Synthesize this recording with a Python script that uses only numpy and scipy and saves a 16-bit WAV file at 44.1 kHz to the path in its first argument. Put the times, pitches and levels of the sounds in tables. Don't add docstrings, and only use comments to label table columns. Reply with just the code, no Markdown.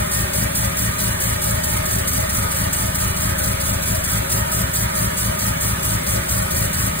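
import sys
import numpy as np
from scipy import signal
from scipy.io import wavfile
from scipy.ndimage import uniform_filter1d

SR = 44100
rng = np.random.default_rng(int(sys.argv[2]) if len(sys.argv) > 2 else 0)


def master(y):
    cut = np.clip(np.atleast_2d(y).T, -1, 1)
    pcm = np.round(cut * 32767)
    wavfile.write(sys.argv[1], SR, pcm.astype(np.int16))


def gain_from_db(level_db):
    decades = np.asarray(level_db, float) / 20
    return 10 ** decades


N = 308700


def evened(x):
    return x / np.sqrt(np.mean(x ** 2) + 1e-20)


def read(hz, at_hz, value):
    return np.interp(np.log(hz + 1), np.log(np.add(at_hz, 1)), value)


def noise_pair(level_db, same, lead, balance_db, patchy_db, size):
    a, b, c, d, patches = rng.standard_normal((4 * N // size + 5, size // 2 + 1, 5)).T
    patches = uniform_filter1d(patches, size=6, axis=0)
    patches = evened(uniform_filter1d(patches, size=6, axis=1))
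    same = np.clip(same, 0, 1)[:, None]
    left = a + 1j * b
    right = same * left + np.sqrt(1 - same ** 2) * (c + 1j * d)
    right = right * (np.exp(-1j * lead) / gain_from_db(balance_db))[:, None]
    z = np.array([left, right]) * gain_from_db(level_db[:, None] + patchy_db * patches)
    return signal.istft(z, nperseg=size, noverlap=3 * size // 4)[1][:, :N]


def train(seconds, sizes):
    return np.bincount(np.round((seconds + 1) * SR).astype(int), sizes, N + 2 * SR)


# start_s, shaft_rpm
IDLE_SPEED = [
    (0, 1633.6),
    (1.22, 1671.7),
    (1.81, 1634.5),
    (2.58, 1657.3),
    (4.21, 1637.2),
    (5.25, 1658.4),
    (6.14, 1621.2),
    (7, 1625.2),
]
FRONT_RUNS = [
    (0, 0, 3, 1),
    (19, 0, 4, 1),
    (20, 1, 3, 1),
    (27, 1, 4, .8),
    (28, 2, 3, 1),
    (29, 2, 4, .8),
    (30, 3, 3, 1),
]
REAR_RUNS = [
    (0, 0, 3, 1),
    (5, 0, 4, .6),
    (7, 0, 4, .8),
    (8, 1, 3, 1),
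    (30, 1, 4, .8),
    (32, 2, 3, 1),
]


def chambers():
    per_turn, per_lope = 2, 12
    t = np.arange(-.102, 7.01, 1 / SR)
    passed = np.cumsum(np.interp(t, *np.transpose(IDLE_SPEED))) / 60 * per_turn / SR
    k = np.arange(int(passed[-1]) + 1)
    times = np.interp(k, passed, t)
    rotor, lope = k % per_turn, k // per_lope
    place = k % per_lope // per_turn
    burnt, nth = np.zeros(len(k)), np.zeros(len(k), int)
    for which, runs in enumerate((FRONT_RUNS, REAR_RUNS)):
        for start, begin, count, last in runs:
            mine = (rotor == which) & (lope >= start)
            burnt[mine] = ((place >= begin) & (place < begin + count))[mine]
            burnt[mine & (place == begin + count - 1)] = last
            nth[mine] = np.clip(place - begin, 0, 3)[mine]
    return times, rotor, burnt, nth


# pitch_hz, level_db
WHIRR = [(25, -70), (60, -62), (110, -61), (200, -63), (250, -64), (300, -64), (430, -66.5), (600, -60),
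         (750, -63), (1300, -61), (1900, -62.5), (2700, -67), (4200, -73), (6000, -75), (12000, -86)]
# pitch_hz, width_hz, level_db (rms)
PANELS = [(264, 34, -40), (385, 45, -42), (552, 18, -35.5), (628, 55, -30.5), (865, 80, -38),
          (957, 60, -41), (1250, 110, -37), (1515, 45, -41.5), (1720, 60, -45), (1848, 45, -41.5),
          (2320, 55, -43), (2930, 100, -45), (3475, 50, -49.5), (3943, 16, -49.5)]
# pitch_hz, likeness (0-1), left_lead_rad, left_minus_right_db
PORTS = [(60, .99, .2, 3), (260, .9, .2, 7), (380, .6, .1, 5), (450, .2, 1.5, 8), (600, .85, 3.3, 2.5),
         (850, .9, 3.6, 0), (1100, .6, 3.8, -1), (1250, .2, 3.5, -1), (1550, .55, 2.3, -2),
         (1900, .5, 2.1, -3), (2200, .1, 3, -1), (2700, .65, 3.3, 0), (3500, .15, 3, -2), (5000, .5, 3, 0)]


def whirr(times, rotor, burnt, nth):
    hz = np.fft.rfftfreq(4096, 1 / SR)
    at_hz, *columns = np.transpose(PORTS)
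    broad = gain_from_db(2 * read(hz, *np.transpose(WHIRR)))
    humps = sum(gain_from_db(2 * db) / width / (1 + (2 * (hz - f) / width) ** 2) ** 2 for f, width, db in PANELS)
    level_db = 10 * np.log10(broad + humps)
    pair = noise_pair(level_db, *(read(hz, at_hz, c) for c in columns), patchy_db=2.5, size=4096)
    load = uniform_filter1d(train(times + .07, burnt - burnt.mean()), size=4000)
    load = evened(load[SR:SR + N])
    surge = np.cumsum(load - uniform_filter1d(load, size=SR // 2))
    pair = np.array([np.interp(np.arange(N) + .003 * surge, np.arange(N), port) for port in pair])
    level = np.sqrt(np.sum(broad + humps) * hz[1] / np.mean(pair[0] ** 2))
    return pair * gain_from_db(0.5 * load) * level


# pitch_hz, slope_level_db (dB per Hz)
HISS = [(2500, -21), (4000, -10), (5500, -5), (7500, -3), (9000, -1.5), (11500, -0.5), (13500, -3),
        (15500, -3.5), (17000, -37)]
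# start_s, extra_power_db
SPITS = [
    (.136, -1),
    (.556, 1.5),
    (1.64, -1),
    (1.915, -8),
    (2.077, 4),
    (2.733, 4.5),
    (3.406, -15),
    (4.32, 3.5),
    (4.758, 1),
    (5.175, 0),
]
# delay_ms, gain
WALLS = [(.63, .1), (1.7, .12), (2.9, .14), (4.6, -.14), (7.3, .14), (11.2, .12)]


def leak(times, rotor, burnt, nth):
    luck = rng.standard_normal((len(times), 2))
    lit = burnt * gain_from_db(2 * (0.54 * luck[:, 0] + 2.2 * (nth == 0)))
    strength = lit + 0.057 * gain_from_db(2 * 1.4 * luck[:, 1])
    t = np.arange(SR // 5) / SR
    puff = (1 - np.exp(-t / 0.0085)) ** 2 * (np.exp(-t / 0.0087) + 0.13 * np.exp(-t / 0.012))
    spit_s, spit_db = np.transpose(SPITS)
    blows = train(times - .008, strength) + train(spit_s - .007, gain_from_db(2 * spit_db))
    power = abs(signal.oaconvolve(blows, puff)[SR:SR + N]) + 0.04
    flutter = gain_from_db(0.8 * evened(uniform_filter1d(rng.standard_normal(N), size=160)))
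    hz = np.fft.rfftfreq(256, 1 / SR)
    lead = 2 * np.pi * hz * 162e-6 - 2.6
    level_db = read(hz, *np.transpose(HISS))
    same = read(hz, (5000, 9000), (.72, .84))
    hiss = noise_pair(level_db, same, lead, 0 * hz, patchy_db=1.7, size=256)
    direct = hiss * np.sqrt(power) * flutter
    echoes = sum(gain * np.roll(direct, round(ms * SR / 1000), axis=1) for ms, gain in WALLS)
    return gain_from_db(-24) * evened(direct + echoes)


def gurgle(times, burnt):
    per_s, pitch_hz, t60_s, level_db, lit_db = 150, 171, 0.032, -28, 5.5
    lit = uniform_filter1d(train(times + .03, burnt), size=1600)[SR:SR + N + 20] * 800
    knocks = rng.standard_normal(N + 20) * (rng.random(N + 20) < per_s / SR)
    knocks = knocks * gain_from_db(level_db + lit_db * lit)
    t = np.arange(SR // 10) / SR
    ring = gain_from_db(-60 * t / t60_s) * (1 - np.exp(-t / 0.00093)) * np.sin(2 * np.pi * pitch_hz * t)
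    return signal.oaconvolve(knocks, ring)[:N + 20]


# pitch_hz, t60_s, front_firing_db, rear_firing_db, unlit_pumping_db
PIPE = [(30.5, .7, -40.5, -44.5, -46.5), (57.8, .7, -34.6, -41.7, -65), (67, .51, -32, -26.6, -31.3),
        (83.6, .26, -31.1, -30.3, -40), (112.2, .19, -23.5, -23.1, -36.9), (132.9, .55, -65, -65, -37.2),
        (155.2, .7, -65, -39.1, -33.1), (173.7, .7, -37.5, -36, -65), (189.5, .43, -65, -29.3, -31.9),
        (206, .7, -65, -65, -36), (254.5, .6, -65, -55, -65)]


def pipe_ring(column, lag_s, rise_s):
    t = np.arange(SR // 3) / SR - lag_s
    rise = np.exp(-.5 * (np.minimum(t, 0) / rise_s) ** 2)
    after = np.maximum(t, 0)
    return rise * sum(gain_from_db(m[column] - 60 * after / m[1]) * np.cos(2 * np.pi * m[0] * t) for m in PIPE)


# thump_1_db, thump_2_db, thump_3_db, thump_4_db
BUILD_DB = [(-1.2, -2, -1.1, .7), (-.8, .25, -.1, .6)]
# delay_1_ms, delay_2_ms,
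# delay_3_ms, delay_4_ms
THUMP_DELAY_MS = [(-.15, .55, .05, .05), (.25, .35, -.65, -.75)]


def exhaust(times, rotor, burnt, nth):
    blow = burnt * gain_from_db(0.57 * rng.standard_normal(len(times)) + np.array(BUILD_DB)[rotor, nth])
    heard = times + np.array(THUMP_DELAY_MS)[rotor, nth] / 1000
    push = gain_from_db(-6 * rotor + 1.2 * rng.standard_normal(len(times)) - 30 * burnt)
    front_ring = pipe_ring(column=2, lag_s=.0322, rise_s=.016)
    rear_ring = pipe_ring(column=3, lag_s=.0321, rise_s=.0125)
    pump_ring = pipe_ring(column=4, lag_s=.0304, rise_s=.0143)
    front = signal.oaconvolve(train(heard, blow * (rotor == 0)), front_ring)
    rear = signal.oaconvolve(train(heard, blow * (rotor == 1)), rear_ring)
    pumping = signal.oaconvolve(train(times, push), pump_ring)
    early = np.roll(front + rear, -round(.0152 * SR))
    knock = 0.76 * np.diff(early, prepend=0) * SR / (2 * np.pi * 190)
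    pipe = gain_from_db(0.67) * (pumping - front - rear + knock)[SR - 10:][:N + 20]
    left = pipe + gurgle(times, burnt)
    return np.array([left[10:N + 10], gain_from_db(-2.5) * left[:N]])


def scene():
    firing = chambers()
    return exhaust(*firing) + leak(*firing) + whirr(*firing)


# pitch_hz, margin_db
SPARED = [(2200, 16), (2600, 5), (3200, 5.5), (3600, 7), (4400, 4.2), (6200, 6.5), (13800, 5), (15800, -4)]
# which, low_hz, high_hz
SILENT_BANDS = [
    (0, 5160, 5600),
    (1, 8200, 8900),
    (0, 11300, 12100),
]


def thinned_stereo(x):
    window = signal.windows.kaiser_bessel_derived(2048, 4 * np.pi)
    frame = dict(window=window, nperseg=2048, noverlap=1024)
    pad = np.zeros((2, 704))
    hz, _, z = signal.stft(np.hstack([pad, [x[0] + x[1], x[0] - x[1]]]) / 2, SR, **frame)
    edges = np.r_[0, 96:160:8, 160:241:16, 264, 272:721:16, 732]
    band_db = 10 * np.log10(np.add.reduceat(abs(z) ** 2, edges, axis=1) + 1e-20)
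    margin_db = read(hz[edges], *np.transpose(SPARED))[:, None]
    keep = band_db[::-1] - band_db < np.array([abs(margin_db), margin_db])
    keep[:, 0], keep[:, -1] = True, False
    for which, low_hz, high_hz in SILENT_BANDS:
        keep[which, (hz[edges] > low_hz) & (hz[edges] < high_hz)] = False
    z = z * np.repeat(keep, np.diff(np.append(edges, len(hz))), axis=1)
    total, difference = signal.istft(z, SR, **frame)[1][:, pad.shape[1]:][:, :N]
    return np.array([total + difference, total - difference])


def low_pass(x):
    return signal.sosfilt(signal.butter(12, 16950, fs=SR, output="sos"), x)


def record(dry):
    bass_cut = signal.butter(2, 22, "high", fs=SR, output="sos")
    mix = thinned_stereo(signal.sosfilt(bass_cut, dry))
    return low_pass(mix)


dry = scene()
out = record(dry)
master(out)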